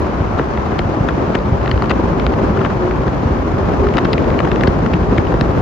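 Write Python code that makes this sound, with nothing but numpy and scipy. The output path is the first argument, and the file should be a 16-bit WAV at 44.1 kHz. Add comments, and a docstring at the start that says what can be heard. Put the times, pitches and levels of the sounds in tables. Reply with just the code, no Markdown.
"""Inside a car at steady speed in a road tunnel.
The road shakes the cabin into a low rumble, the tyres drone, hum and sing, and their roar returns from the walls
through the glass: all of this is coloured noise or wavering tones. Bumps make the cabin boom like a struck drum.
Loose plastic close to the microphones, a little to the left, ticks and crackles as small slips set it ringing,
and some slips flex its panel into thumps that fall in pitch."""
import sys
import numpy as np
from scipy import signal
from scipy.fft import rfft, irfft
from scipy.io import wavfile

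SR = 44100
rng = np.random.default_rng(int(sys.argv[2]) if len(sys.argv) > 2 else 0)


def digitize_waveform(pressure):
    """Quantize a signal to 16-bit integers and store it at the path in sys.argv[1].

    Rows of a 2-D input are taken as channels; values are limited to [-1, 1].
    """
    field = np.atleast_2d(pressure).T
    bounded = np.clip(field, -1, 1)
    quanta = np.round(bounded * 32767).astype(np.int16)
    wavfile.write(sys.argv[1], SR, quanta)


N = 247401
TIME = np.arange(N) / SR   # seconds
BINS = np.arange(N // 2 + 1) * SR / N   # Hz of each step in a spectrum

# noise colours, how strong each pitch is: pitch_hz, level_db
RUMBLE_COLOUR = [(20, -31), (32, -17.5), (42, -10), (55, -2), (75, -3), (100, -6), (135, -10), (220, -27),
                 (500, -72)]
DRONE_COLOUR = [(60, -43.5), (115, -3.5), (150, -0.5), (215, 0.5), (280, -1.5), (400, -2), (470, -7),
                (530, -5.5), (620, -10), (900, -25), (2000, -68)]
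ROAR_COLOUR = [(200, -2.5), (500, -1), (700, 2), (1050, 1.5), (1500, -6), (2000, -13), (2700, -18.5),
               (3600, -25), (5000, -28.5), (6300, -32), (8000, -41), (11000, -51), (14200, -75.5),
               (15500, -65)]
# how alike left and right are: pitch_hz, correlation (held between -1 and 1 when used)
LIKENESS = [(40, 0.92), (150, 0.8), (380, 0.72), (600, 0.36), (900, 0.24), (1700, 0), (3100, 0.25),
            (4800, 0.23), (5800, -0.1), (7000, -0.06), (8500, -1.5), (10200, -1), (11500, 0.7)]
# how much louder left is than right: pitch_hz, difference_db
BALANCE = [(60, -0.5), (200, 0.5), (380, 1.5), (700, 4.5), (1300, 2.5), (2400, 0.5), (4400, 0), (8000, 1),
           (15000, -2.5)]
# how far the left side runs ahead of the right: pitch_hz, lead_radians
LEFT_LEAD = [(620, 0.032), (920, 1.38), (1750, 0.12), (3100, 1.1), (4800, 0.7), (5800, 0.042)]
# coarseness of the asphalt, which drives the drone and the roar: time_s, swing_db
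ASPHALT_SWING = [(0, -1.5), (.5, -4), (1.0, 0.6), (1.35, -1.5), (2.3, 1.3), (2.75, -0.5), (3.5, -.5),
                 (4.3, 3), (5.0, 1), (5.61, 1)]
# level of the cabin rumble: time_s, level_db
RUMBLE_LEVEL = [(0, -20.5), (.5, -23.5), (1.3, -23.5), (1.7, -20), (2.5, -19.5), (3.1, -21.8), (3.7, -19.5),
                (4.9, -20.5), (5.61, -17.5)]
# patches of road on which the tyres sing: middle_s, reach_s (from the middle to nearly gone), pitch_hz, level_db
SINGING_PATCHES = [(2.295, 0.18, 395, -26), (2.592, 0.054, 388, -22), (2.866, 0.12, 356.8, -19),
                   (3.835, 0.076, 370.5, -22.5), (3.839, 0.072, 409, -17.5)]
# bumps in the road: start_s, strength_db, contact_s
BUMPS = [(0.203, -3, 0.0081), (0.849, -4, 0.0081), (1.005, -4, 0.0073), (1.519, -2, 0.0076),
         (1.735, 0.5, 0.012), (2.034, -5, 0.015), (2.344, -8, 0.0066), (2.499, -9, 0.0055),
         (3.074, -8, 0.0058), (3.254, -3.5, 0.0088), (4.275, -2, 0.021), (4.679, -6, 0.0054),
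         (4.801, -6, 0.014), (4.942, -5.5, 0.0041), (5.106, -8.5, 0.011), (5.184, -4, 0.0053),
         (5.262, -10, 0.012), (5.413, -12, 0.0053)]
# ringing of the cabin air and car body: pitch_hz, level_db, time_to_fade_60_db_s
CABIN_MODES = [(53, -11.5, 0.11), (69, -11.5, 0.022), (101, -1.5, 0.078), (152, -0.5, 0.045),
               (195, -4.5, 0.035)]
# panel thumps that come with some of the slips: start_s, level_db (before the fade in and out)
PANEL_FLEXES = [(0.3963, -6.5), (0.5752, -12), (0.719, -9), (0.7933, -10), (1.352, -9), (1.823, -15),
                (2.2665, -15), (2.6508, -15), (4.6767, -2.5), (4.9385, -13), (5.1808, -12), (5.342, -7),
                (5.412, -6.5)]
# clear slips of the loose plastic: snap_s, strength_db, knock_db and bite_db (dull and sharp parts,
# relative to the strength), strongest_ring_hz, length_s
CLEAR_SLIPS = [(.204, -39, 15, -18, 600, 0.0028), (.3885, -26.5, 7, -13, 1400, .004),
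               (.3962, -23, 4, -13, 2100, 0.0032), (.5752, -28, 6, -12, 2100, .004),
               (.7195, -28, 5, -10, 2100, 0.0016), (.7921, -20, 1, -4, 2700, 0.0023),
               (1.0882, -19.5, 3.5, -20, 1400, 0.003), (1.0924, -27, 5, -18, 1800, 0.00073),
               (1.346, -30, 7, -13, 1400, 0.0036), (1.3513, -20.5, 3, -6, 2580, .0015),
               (1.3548, -20.5, 3, -14, 2600, 0.0022), (1.3576, -26, 2, -13, 1800, 0.0014),
               (1.389, -32, -4, -8, 4700, .001), (1.6595, -26, -4, -7, 2100, 0.001),
               (1.6729, -33, 7, -14, 1700, 0.0021), (1.678, -25, 2, -9, 3000, 0.00077),
               (1.695, -30, 6, -12, 2100, 0.0017), (1.7147, -17, -2, -5, 2500, 0.0016),
               (1.7432, -33, 0, -15, 2100, 0.00093), (1.7768, -30, 10, -13, 3000, 0.0022),
               (1.8226, -22.5, 4.5, -6.5, 1390, 0.0011), (1.8426, -28.5, 4, -12, 3000, 0.0016),
               (1.859, -32, 1, -6, 2100, 0.0017), (1.8981, -21, -2, -9, 3800, 0.00263),
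               (1.903, -24, 6, -17, 2100, 0.0029), (1.9069, -16.5, -3, -14, 2100, 0.0013),
               (1.9108, -20.5, 7, -19, 1400, 0.00064), (1.9145, -18.5, -2, -8.5, 2700, 0.0028),
               (2.1985, -23, -4, -7, 2580, 0.0018), (2.2662, -19, 1.5, -6.5, 3850, 0.0012),
               (2.3386, -27.5, 0, -14, 2100, 0.00086), (2.388, -36.5, 12, -19, 1000, 0.0029),
               (2.5747, -27, 9.5, -17, 1000, 0.0031), (2.592, -27, -1, -22, 2100, 0.00094),
               (2.616, -30.5, 12, -19, 1000, 0.0028), (2.6502, -21, 5, -16, 2680, 0.003),
               (2.658, -30, 2, -8, 3100, .002), (2.6623, -27, 6, -15, 2100, 0.0026),
               (2.704, -31, 5, -17, 1400, 0.0027), (2.912, -29, 8, -24, 2100, 0.0037),
               (3.079, -30, 5.5, -22, 1400, 0.0037), (3.87, -31, 10, -16, 1400, 0.0042),
               (3.8879, -28, -6, -8, 3100, 0.00092), (3.9395, -27, -3.5, -9, 2100, .0015),
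               (3.9455, -30, -5, -7, 2600, 0.0022), (3.971, -18, -1, -9, 3100, 0.003),
               (3.9822, -21, 6.5, -9, 1400, 0.0037), (3.987, -18.5, -1, -5.5, 2650, 0.0015),
               (4.0495, -27, 1, -8, 3100, 0.0019), (4.0532, -24, 5.5, -6, 1400, 0.0014),
               (4.057, -27, 2, -7, 2100, .002), (4.132, -19, -4, 0, 4740, 0.00064),
               (4.136, -22, -3, -8, 2600, 0.0015), (4.1805, -20.5, -6, -11, 2580, 0.00077),
               (4.243, -31, -2, -9, 3100, 0.0022), (4.3042, -27, 2, -8, 2650, 0.0022),
               (4.3421, -30, -7, -13, 2100, 0.0011), (4.3909, -17.5, -12, -13, 3000, 0.0014),
               (4.4027, -20, 4.5, -15, 1740, 0.0037), (4.4516, -23, 5.5, -16, 1750, 0.0045),
               (4.4752, -28.5, 8.5, -17, 1400, 0.004), (4.5172, -19.5, -0.5, -6.5, 2100, 0.0011),
               (4.56, -24, -9, -18, 2100, 0.00087), (4.6097, -23, 3, -8, 2730, 0.002),
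               (4.6354, -16.5, -2, -15, 1940, 0.00056), (4.6755, -22, 6, -3, 1750, 0.0024),
               (4.68, -31, -4, -1, 5600, 0.0012), (4.8633, -25, 6, -19, 1750, 0.003),
               (4.9362, -24.5, 3, -7, 2650, 0.0014), (4.9392, -23, -3, -7, 2650, 0.0025),
               (5.012, -39, 0, -12, 2100, 0.0021), (5.178, -29, 4.5, -15, 1400, 0.0022),
               (5.182, -17.5, -3, -11.5, 2200, 0.0027), (5.27, -29.5, -2, -11, 2600, 0.0033),
               (5.325, -31, 13, -15, 3500, 0.0045), (5.342, -33, 11, -19, 1400, 0.0017),
               (5.4117, -18, -1, -5.5, 3600, 0.0015)]
# ringing of the plastic and its panel: pitch_hz, level_db, time_to_fade_60_db_s
PLASTIC_MODES = [(335, 19, 0.037), (570, 18.5, 0.022), (980, 14.5, 0.0052), (1371, 20.5, 0.0083),
                 (1754, 19, 0.01), (2120, 18, 0.01), (2637, 16.5, 0.0085), (3090, 14, 0.005),
                 (3940, 18, 0.0039), (4835, 14, 0.0044), (5605, 5.5, 0.0015)]

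DRONE_DB, ROAR_DB = -19, -24   # levels where the asphalt swing is 0 dB
ROAR_FOLLOWS = 0.15   # share of the asphalt's swing that the roar takes on
WHEEL_HZ = 12.4   # turns of the wheels a second
RUMBLE_THROB_DB, DRONE_THROB_DB = 1.8, 0.6   # swing up and down with each turn
TREAD_HZ, TREAD_DB = 390.8, -35.5   # steady hum of the tread
KNOCK_HZ = (1400, 1740)   # the knock fades out over this range
BITE_HZ = (2973, 3800)   # the bite sets in over this range
ACCENT_DB, ACCENT_WIDTH = 4, 0.22   # lift near a slip's strongest ring; width as a share of that pitch
FAINT_RING_HZ, FAINT_LENGTH_S = (1700, 3400), 0.0013   # pitch range and length of the small slips
CUTOFF_HZ = 15500   # nothing is heard above this


def from_db(db):
    """Turn decibels into a multiplier for the sound."""
    return 10 ** (np.asarray(db) / 20)


def rms_one(x):
    """Scale a sound to an average (rms) strength of 1."""
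    return x / np.sqrt(np.mean(x ** 2) + 1e-20)


def in_time(rows):
    """Join the points of each column by straight lines over time."""
    s, *columns = np.transpose(rows)
    return [np.interp(TIME, s, column) for column in columns]


def at_hz(points, hz):
    """Read a table at any pitch, with equal steps for equal musical intervals."""
    where, value = np.transpose(points)
    return np.interp(np.log(np.maximum(hz, 1)), np.log(where), value)


def drift(rate_hz):
    """A smooth random wander of spread 1: noise whose changes faster than the rate are weakened."""
    spectrum = rfft(rng.standard_normal(N))
    return rms_one(irfft(spectrum / (1 + (BINS / rate_hz) ** 2), N))


def ring(force, hz, t60):
    """A springy part rings at one pitch when pushed; a unit click starts a fading sine of height 1."""
    shrink = from_db(-60 / (t60 * SR))   # per sample
    step = 2 * np.pi * hz / SR
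    return signal.lfilter([0, np.sin(step)], [1, -2 * shrink * np.cos(step), shrink * shrink], force + 1e-18)


def butter(x, order, hz, kind):
    """Let through only the pitches below (low) or above (high) a limit."""
    limit_hz = np.clip(hz, 10, .45 * SR)
    return signal.sosfilt(signal.butter(order, limit_hz, kind, fs=SR, output="sos"), x)


def add(track, s, sound):
    """Mix a short sound into the track from time s on."""
    start = int(np.clip(s * SR, 0, N - 1))
    track[..., start:start + sound.shape[-1]] += sound[..., :N - start]


def diffuse(colour):
    """Noise that fills the cabin: alike on both sides in the bass, less so higher up; rms 1 in the middle."""
    noise = rfft(rng.standard_normal((2, N)))
    shared, opposed = noise * from_db(at_hz(colour, BINS)) * (BINS > 10)
    alike = np.clip(at_hz(LIKENESS, BINS), -1, 1)
    side = np.array([[1], [-1]])   # left, right
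    both = np.sqrt(1 + alike) * shared + np.sqrt(1 - alike) * opposed * side
    # two microphones hear the noise with different loudness and timing at each pitch
    loudness = from_db(side * at_hz(BALANCE, BINS) / 2)
    timing = np.exp(.5j * side * at_hz(LEFT_LEAD, BINS))
    out = irfft(both * loudness * timing, N)
    return out / np.std(out.mean(axis=0))


def road(rumble_rough_db=0.7, drone_rough_db=1.48, roar_rough_db=1.08):
    """Rumble, drone and roar: turning wheels make the low end throb, uneven asphalt roughens the sound."""
    surface_db, = in_time(ASPHALT_SWING)
    rumble_db, = in_time(RUMBLE_LEVEL)
    turn = np.sin(2 * np.pi * WHEEL_HZ * TIME + .5 * drift(0.39))
    asphalt = drift(46)
    rumble_db = rumble_db + RUMBLE_THROB_DB * turn + rumble_rough_db * drift(15.0)
    drone_db = DRONE_DB + surface_db + DRONE_THROB_DB * turn + drone_rough_db * asphalt
    roar_db = ROAR_DB + ROAR_FOLLOWS * surface_db + roar_rough_db * asphalt
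    rumble = from_db(rumble_db) * diffuse(RUMBLE_COLOUR)
    drone = from_db(drone_db) * diffuse(DRONE_COLOUR)
    roar = from_db(roar_db) * diffuse(ROAR_COLOUR)
    return rumble + drone + roar


def hum(hz, width_hz):
    """A narrow band of noise round one pitch, made by two wandering waves; rms 1."""
    phase = 2 * np.pi * hz * TIME
    return rms_one(drift(width_hz) * np.cos(phase) + drift(width_hz) * np.sin(phase))


def tread(width_hz=22, waver_hz=2.71):
    """Unevenly spaced tread blocks hum; on each singing patch a clear, wavering note swells and fades."""
    out = from_db(TREAD_DB) * hum(TREAD_HZ, width_hz)
    for middle_s, reach_s, hz, level_db in SINGING_PATCHES:
        pitch_hz = hz + waver_hz * drift(8.5)
        note = rms_one(np.sin(2 * np.pi * np.cumsum(pitch_hz) / SR))
        swell = np.exp(-2 * ((TIME - middle_s) / reach_s) ** 2)
        out += from_db(level_db) * swell * note
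    return out


def bumps():
    """The tyre softens each bump into a push and a rebound; the cabin booms, deeper for a long contact."""
    force = np.zeros(N)
    for s, strength_db, contact_s in BUMPS:
        push = np.sin(np.linspace(0, 2 * np.pi, int(contact_s * SR)))
        add(force, s, from_db(strength_db) * push / np.abs(push).sum())
    return sum(from_db(db) * ring(force, hz, t60) for hz, db, t60 in CABIN_MODES)


def panel_thumps(start_hz=1000, travel_s=0.00544, attack_s=.001, fade_s=.014, vary=0.19, left_db=0.0, size=2048):
    """Low bending waves cross the panel more slowly than high ones, so each thump falls steeply in pitch."""
    t, out = np.arange(size) / SR, np.zeros(N)
    for (s, level_db), own in zip(PANEL_FLEXES, rng.standard_normal(len(PANEL_FLEXES))):
        own_travel_s = travel_s * np.exp(vary * own)
        hz = start_hz / (1 + t / own_travel_s) ** 2
        envelope = (1 - np.exp(-t / attack_s)) * np.exp(-t / fade_s)
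        add(out, s, from_db(level_db) * envelope * np.sin(2 * np.pi * np.cumsum(hz) / SR))
    return out * from_db([[left_db], [-left_db]])


def faint_slips(per_s=18, level_db=-39.0, spread_db=2.0, knock_db=-2, bite_db=-14, colour_db=4):
    """Small slips scattered at random at a steady rate, with the same columns as the clear slips."""
    when, strength, dull, sharp, pitch = rng.uniform(-1, 1, (int(per_s * N / SR), 5)).T
    return np.transpose([
        (when + 1) / 2 * N / SR,
        level_db + spread_db * strength,
        knock_db + colour_db * dull,
        bite_db + colour_db * sharp,
        np.interp(pitch, [-1, 1], FAINT_RING_HZ),
        np.full(len(when), FAINT_LENGTH_S)])


def catches(length_s, catch_max=1.08, creep_max=0.24, creep_s=0.0055, rattle_max=0.14, rattle_s=0.0081, count=7):
    """Each slip creeps, snaps among smaller catches and rattles out: delays from the snap (s) and forces."""
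    when, size = rng.random((len(length_s), 2, 3, count)).transpose(1, 2, 0, 3)
    length = length_s[:, None]
    size = 2 * size - 1   # pushes go either way
    delay = np.hstack([
        np.zeros_like(length),   # the snap
        length * (1.6 * when[0] - 1),   # catches before and after it
        -creep_s * when[1],
        length / 2 + rattle_s * when[2]])
    snap = np.sign(size[2][:, :1])
    force = np.hstack([snap, catch_max * size[0], creep_max * size[1], rattle_max * size[2]])
    return delay, force


def loose_plastic(detune=0.051, vary_db=1.0, ear_vary_db=3.0, far_side_db=-9.5, soft_hz=6400, crisp_db=-8,
                  bend_s=0.0007, size=2048):
    """Each slip grips at another spot: it favours one ring, shifts the modes and has its own knock and bite."""
    slips = np.vstack([CLEAR_SLIPS, faint_slips()])
    hz, mode_db, t60 = np.transpose(PLASTIC_MODES)
    knock, bite = np.interp(hz, KNOCK_HZ, [1, 0]), np.interp(hz, BITE_HZ, [0, 1])
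    # the bass reaches both sides alike, the middle range favours the left
    apart = np.interp(hz, [300, 1300, 4500, 6500], [0, 1, 1, .5])
    # bending waves carry the low modes through the panel later
    late_s = bend_s * (np.sqrt(np.median(hz) / hz) - 1)
    chance = rng.standard_normal((len(slips), 3, len(hz)))
    delays, forces = catches(slips[:, -1])
    out = np.zeros((2, N))
    for slip, delay, force, own in zip(slips, delays, forces, chance):
        s, strength_db, knock_db, bite_db, ring_hz, _ = slip
        first_s = delay.min()
        grip = np.bincount(((delay - first_s) * SR).astype(int), force, size)   # a train of clicks
        accent_db = ACCENT_DB * np.exp(-(np.log(hz / ring_hz) / ACCENT_WIDTH) ** 2)
        colour_db = mode_db + accent_db + knock * knock_db + bite * bite_db
        left_db = strength_db + colour_db + vary_db * own[0]
        right_db = left_db + apart * (far_side_db + ear_vary_db * own[1])
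        for k, pitch_hz in enumerate(hz * np.exp(detune * own[2])):
            tone = (-1) ** k * ring(grip, pitch_hz, t60[k])   # neighbouring modes swing opposite ways
            gain = from_db([[left_db[k]], [right_db[k]]])
            add(out, s + first_s + late_s[k], gain * tone / np.linalg.norm(tone))
    # the ticks are mostly below the soft limit, with a little crisp treble far above it
    body = butter(out, order=6, hz=soft_hz, kind="low")
    treble = butter(out, order=4, hz=2 * soft_hz, kind="high")
    return body + from_db(crisp_db) * treble


def scene():
    """Everything as heard from the front seat, with the tread slightly to the left."""
    tyre_tones = tread() * from_db([[.8], [-.8]])
    return road() + tyre_tones + bumps() + panel_thumps() + loose_plastic()


def record(dry, low_cut_hz=34):
    """The microphones drop the deepest bass, the highest peaks are rounded off and the top is cut."""
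    heard = butter(dry, order=3, hz=low_cut_hz, kind="high")
    rounded = heard / (1 + heard ** 12) ** (1 / 12)
    return signal.sosfilt(signal.ellip(10, .1, 80, CUTOFF_HZ, fs=SR, output="sos"), rounded)


dry = scene()
out = record(dry)
digitize_waveform(out)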